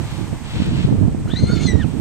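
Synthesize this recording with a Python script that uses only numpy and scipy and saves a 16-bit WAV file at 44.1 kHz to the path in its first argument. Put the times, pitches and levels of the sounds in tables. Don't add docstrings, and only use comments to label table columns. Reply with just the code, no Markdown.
import sys
import numpy as np
from scipy import signal
from scipy.fft import rfft, irfft
from scipy.io import wavfile

SR = 44100
rng = np.random.default_rng(int(sys.argv[2]) if len(sys.argv) > 2 else 0)


def digitize_waveform(pressure):
    field = np.atleast_2d(pressure).T
    bounded = np.clip(field, -1, 1)
    quanta = np.round(bounded * 32767).astype(np.int16)
    wavfile.write(sys.argv[1], SR, quanta)


def elevation(decibels):
    levels = np.asarray(decibels, float)
    return 10 ** (levels / 20)


N = 88552

# (time [s], level before a fixed lift [dB], port [0 left, 1 right, else nearest])
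BUFFETS = [(0.331, -16.5, 1), (0.603, -9, 0.88), (0.621, -9, 1), (0.851, -5, 0.2), (0.888, -13, 0.96),
           (0.926, -10.5, 0), (1.028, -13, 1), (1.082, -6.5, 1), (1.121, -33, 0.84), (1.148, -16.5, 0.77),
           (1.258, -20.5, 0.047), (1.337, -12.5, 0.57), (1.439, -5, 0), (1.502, -12.5, 0.16),
           (1.533, -11, 1), (1.656, -5.5, 1), (1.756, -4, 1), (1.845, -12, 1)]


def unit(x):
    return x / np.sqrt(np.mean(np.abs(x) ** 2) + 1e-20)


def in_time(rows):
    s, *cols = np.transpose(rows)
    return [np.interp(np.arange(N) / SR, s, c) for c in cols]


def at_hz(rows, hz, axis=1):
    return np.interp(np.log(hz), np.log(np.array(rows)[:, 0]), np.array(rows)[:, axis])


def drift(rate_hz):
    r = np.exp(-16 * np.pi * rate_hz / SR)
    white = rng.standard_normal(N // 8 + 4002)
    slow = signal.lfilter([1], [1, -2 * r, r * r], white)[4000:]
    return np.interp(np.arange(N) / 8, np.arange(len(slow)), unit(slow))


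def band(x, low_hz, high_hz):
    return signal.sosfilt(signal.butter(2, [low_hz, high_hz], "band", fs=SR, output="sos"), x)


def shaped(x, gain):
    return irfft(rfft(x) * gain(np.maximum(np.fft.rfftfreq(N, 1 / SR), 1)), N)


def partial(phase, rough):
    near_hz, wide_hz, wide_share = 70, 350, .3
    break_db, break_hz = 8, 35
    rough = np.clip(rough, 0, .95)
    near, wide = (drift(hz) + 1j * drift(hz) for hz in (near_hz, wide_hz))
    smear = (np.sqrt(1 - wide_share) * near + np.sqrt(wide_share) * wide) / np.sqrt(2)
    breaks = elevation(break_db * rough * np.tanh(drift(break_hz)))
    envelope = np.sqrt(1 - rough) + np.sqrt(rough) * smear
    return np.sqrt(2) * breaks * np.real(envelope * np.exp(1j * phase))


def oscillators():
    # (time [s], pitch [Hz], harmonics 1, 2, 3 [dB], roughness [0-1])
    fast_track = [(1.274, 1340, -41, -56, -67, 0.63), (1.297, 1504, -44.5, -45, -64, 0.83),
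                  (1.318, 1770, -41, -39.5, -73, 0.58), (1.356, 1880, -37.5, -43, -49, 0.77),
                  (1.378, 2040, -37.5, -32, -45.5, 0.3), (1.409, 2104, -47, -39, -49, 0.39),
                  (1.462, 2080, -50, -39, -50, 0.51), (1.491, 2155, -36.5, -44, -50, 0.22),
                  (1.528, 2222, -57, -34, -44.5, 0.068), (1.577, 2157, -44, -41, -58, 0.6),
                  (1.617, 2185, -43, -50, -39.5, 0.53), (1.661, 2133, -57, -32.5, -39.5, .3),
                  (1.684, 2007, -27, -33.5, -37, .15), (1.709, 1972, -30.5, -36.5, -34, 0.05),
                  (1.736, 1925, -38, -47, -54, .3), (1.776, 1893, -46, -59, -53, 0.13),
                  (1.81, 1836, -30.5, -44, -70, 0.056), (1.831, 1532, -38, -39.5, -56, 0.22),
                  (1.85, 1232, -43, -41, -66, 0.25)]
    # (time [s], pitch [Hz], difference tones under harmonics 1, 2 [dB])
    slow_track = [(1.36, 500, -58, -68), (1.39, 571.4, -43.5, -60), (1.44, 691, -59, -61),
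                  (1.51, 780, -33, -45.5), (1.56, 796, -41, -40.5), (1.6, 810.4, -48, -49.5),
                  (1.64, 777, -48, -42), (1.668, 710.6, -40, -38), (1.71, 640, -84, -58)]
    top_db = [-7.5, -36, -34]
    third_tone_db, sum_tone_db = -12, -11
    wobble_hz, wobble_share = 60, .004
    jitter_hz, jitter_share = 250, .018
    rougher_per_harmonic, tone_rough = .3, .4

    hz, *levels, rough = in_time(fast_track)
    rough = np.clip(rough, 0, 1)
    wobble = wobble_share * drift(wobble_hz)
    jitter = jitter_share * rough ** 2 * drift(jitter_hz)
    fast = 2 * np.pi * np.cumsum(hz * (1 + wobble + jitter)) / SR
    slow_hz, *tones = in_time(slow_track)
    slow = 2 * np.pi * np.cumsum(slow_hz) / SR

    voice = np.zeros(N)
    for k, db in enumerate(levels + [levels[-1] + d for d in top_db]):
        voice += elevation(db) * partial((k + 1) * fast, rough * (1 + rougher_per_harmonic * k))
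    for k, db in enumerate(tones + [tones[-1] + third_tone_db]):
        voice += elevation(db) * partial((k + 1) * fast - slow, tone_rough)
    for k in (2, 3):
        voice += elevation(tones[-1] + sum_tone_db) * partial(k * fast + slow, tone_rough)
    start_s, end_s = fast_track[0][0], fast_track[-1][0]
    return voice, start_s, end_s


def rasp():
    # (time [s], level [dB])
    rasp_db = [(1.26, -55), (1.36, -49.5), (1.515, -46), (1.57, -43), (1.63, -40.5), (1.72, -56)]
    # (centre [Hz], width [Hz], relative gain [dB])
    throat = [(1670, 320, -2), (2330, 280, 2), (2950, 470, 3), (4150, 570, 4), (6600, 1400, -1.5)]
    flicker_db, flicker_hz = 2.4, 24

    def resonances(f):
        return sum(elevation(db) / (1 + ((f - c) / w * 2) ** 2) for c, w, db in throat)

    noise = unit(shaped(rng.standard_normal(N), resonances))
    return elevation(in_time(rasp_db)[0] + flicker_db * drift(flicker_hz)) * noise


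def squeal():
    # (frequency [Hz], difference [dB])
    pan = [(1800, -1), (4200, 7.5), (8400, -3.5)]
    # (left lag [s], right lag [s], level relative to voice [dB])
    echoes = [(.004, 0.0055, -10.5)]
    fade_s = 0.002
    voice, start_s, end_s = oscillators()
    t = np.arange(N) / SR
    gate = np.clip(np.minimum(t - start_s, end_s - t) / fade_s, 0, 1)
    voice = gate * (voice + rasp())
    out = np.array([shaped(voice, lambda f: elevation(side * at_hz(pan, f) / 2)) for side in (1, -1)])
    for *lags_s, db in echoes:
        for port, lag_s in enumerate(lags_s):
            out[port] += elevation(db) * np.roll(voice, int(lag_s * SR))
    return out


def gusts():
    # (time [s], left level [dB], right level [dB])
    gust_track = [(0, -30, -13), (0.097, -32, -23), (0.198, -34, -16.5), (.34, -25, -25), (.42, -40, -24.5),
                  (.49, -35, -25), (.55, -19.5, -19), (.63, -18.5, -21.5), (.77, -19, -11.5),
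                  (0.817, -26, -18.5), (.88, -20, -11), (1.0, -17.5, -13.5), (1.2, -22, -16.5),
                  (1.363, -29.5, -19), (1.438, -16, -10), (1.54, -27.5, -13), (1.68, -27, -11),
                  (1.76, -29, -11), (1.88, -30, -16.5), (2.01, -34, -14)]
    # (frequency [Hz], relative density [dB per Hz])
    wind_colour = [(20, -0.5), (50, -2), (110, 6.5), (180, -2), (300, -7), (500, -29.5), (800, -47.5),
                   (1600, -60)]
    lump_db, lump_hz = 3.6, 24
    swell_db, swell_s = 4, .016
    brighten_per_oct, pivot_hz = 0.24, 120
    own_db, own_hz = 1.4, 35.0
    t = np.arange(N) / SR
    edges_hz = 20 * 2 ** np.arange(0, 6.6, .5)
    mean_db = np.mean(np.array(gust_track)[:, 1:])
    out = np.zeros((2, N))
    for port, gust_db in enumerate(in_time(gust_track)):
        lumps = lump_db * np.tanh(drift(lump_hz))
        for s, _, side in BUFFETS:
            if side == port:
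                lumps += swell_db * np.exp(-((t - s) / swell_s) ** 2)
        swell = gust_db - mean_db + lumps
        white = rng.standard_normal((2, N + SR // 2))
        for k, (low_hz, high_hz) in enumerate(zip(edges_hz, edges_hz[1:])):
            hz = np.sqrt(low_hz * high_hz)
            tilt = brighten_per_oct * np.log2(hz / pivot_hz) * swell
            gain_db = at_hz(wind_colour, hz) + tilt + lumps + own_db * drift(own_hz)
            out[port] += band(white[k % 2], low_hz, high_hz)[-N:] * elevation(gain_db)
        out[port] = unit(out[port]) * elevation(gust_db)
    return out


def buffets():
    base_hz, width_cycles, lift_db = 177.7, 1.09, 8.5
    edge_s, edge_db, edge_follows = .0004, -2, .5
    t = np.arange(-1500, 1500) / SR
    edge = band(np.exp(-(t / edge_s) ** 2), 190, 940)
    out = np.zeros((2, N))
    for s, db, port in BUFFETS:
        hz = base_hz * (0.74 + .5 * rng.random())
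        burst = np.exp(-(t * hz / width_cycles * 2) ** 2) * np.cos(2 * np.pi * (hz * t + rng.random()))
        slap = elevation(db + lift_db) * burst + elevation(edge_db + edge_follows * db) * edge
        i = int(s * SR) - len(t) // 2
        out[int(port > .5), i:i + len(t)] += slap[:N - i]
    return out


def sand():
    # (time [s], level [dB])
    sand_db = [(0, -46), (.12, -41), (.42, -56), (.46, -39.5), (.54, -33.5), (.75, -36), (.82, -35),
               (.89, -44), (1.15, -64), (2.01, -48)]
    # (frequency [Hz], relative density [dB per Hz])
    sand_colour = [(1800, -3.5), (2500, -1.5), (3300, -0.5), (4300, -3.5), (5000, -11.5), (6500, -17),
                   (8000, -14.5), (9800, -51)]
    shared_power, lag_s, grains_per_s = 0.66, 0.00014, 12000
    flicker_db, flicker_hz = 1.3, 9
    grains = rng.standard_normal((3, N)) * (rng.random(N) < grains_per_s / SR)
    level = elevation(in_time(sand_db)[0] + flicker_db * drift(flicker_hz))
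    near, left, right = (level * unit(shaped(g, lambda f: elevation(at_hz(sand_colour, f)))) for g in grains)
    late = shaped(near, lambda f: np.exp(-2j * np.pi * f * lag_s))
    shared = np.sqrt(shared_power) * np.array([late, near])
    own = np.sqrt(1 - shared_power) * np.array([left, right]) * elevation([[1.5], [-1.5]])
    return shared + own


def whine():
    # (frequency [Hz], level [dB])
    whine_lines = [(8253, -57.5), (8280, -59)]
    wander_hz, wander_rate_hz = 9.65, 7.2
    out = np.zeros((2, N))
    for hz, db in whine_lines:
        phase = 2 * np.pi * np.cumsum(hz + wander_hz * drift(wander_rate_hz)) / SR
        out[1] += elevation(db) * np.sqrt(2) * np.sin(phase)
    return out


def ticks():
    # (time [s], level before decay [dB])
    tick_list = [(.115, -45), (.665, -41), (1.508, -44), (1.572, -43)]
    low_hz, high_hz, decay_s = 5000, 14000, .0015
    t = np.arange(400) / SR
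    out = np.zeros((2, N))
    for s, db in tick_list:
        tick = unit(band(rng.standard_normal((2, len(t))), low_hz, high_hz)) * np.exp(-t / decay_s)
        i = int(s * SR)
        out[:, i:i + len(t)] += tick * elevation(db)
    return out


def leaves_and_hiss():
    # (frequency [Hz], left relative density [dB per Hz], right relative density [dB per Hz])
    hiss_colour = [(397, -3, -10), (843, -0.5, 0), (1380, -7, -8), (2520, -11.5, -8.5), (4540, -14.5, -18),
                   (8400, -19, -11.5), (9840, -31.5, -22), (12000, -23.5, -27.5), (16000, -36, -36)]
    # (time [s], level [dB])
    hiss_db = [(0, -38), (1.15, -44), (1.6, -42), (2.01, -42)]
    # (frequency [Hz], share [0-1])
    likeness = [(1100, 0.93), (3500, 0.15), (9000, 0.1)]
    low_hz, treble_hz, flicker_db, flicker_hz = 300, 9000, 1.1, 9
    both, *own = rng.standard_normal((3, N))
    hiss = np.zeros((2, N))
    for port in range(2):
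        def colour(f):
            return elevation(at_hz(hiss_colour, f, axis=port + 1)) * (f > low_hz)

        hiss[port] = shaped(both, lambda f: np.sqrt(at_hz(likeness, f)) * colour(f))
        hiss[port] += shaped(own[port], lambda f: np.sqrt(1 - at_hz(likeness, f)) * colour(f))
    hiss = unit(hiss)
    treble = np.array([shaped(h, lambda f: f > treble_hz) for h in hiss])
    flicker = elevation(flicker_db * drift(flicker_hz))
    return (hiss + treble * (flicker - 1)) * elevation(in_time(hiss_db)[0])


def scene():
    return squeal() + gusts() + buffets() + sand() + whine() + ticks() + leaves_and_hiss()


def roll_off(x):
    return signal.sosfilt(signal.butter(12, 15790, fs=SR, output="sos"), x)


def record(dry):
    mix = np.tanh(dry / 1.045)
    return roll_off(mix)


dry = scene()
out = record(dry)
digitize_waveform(out)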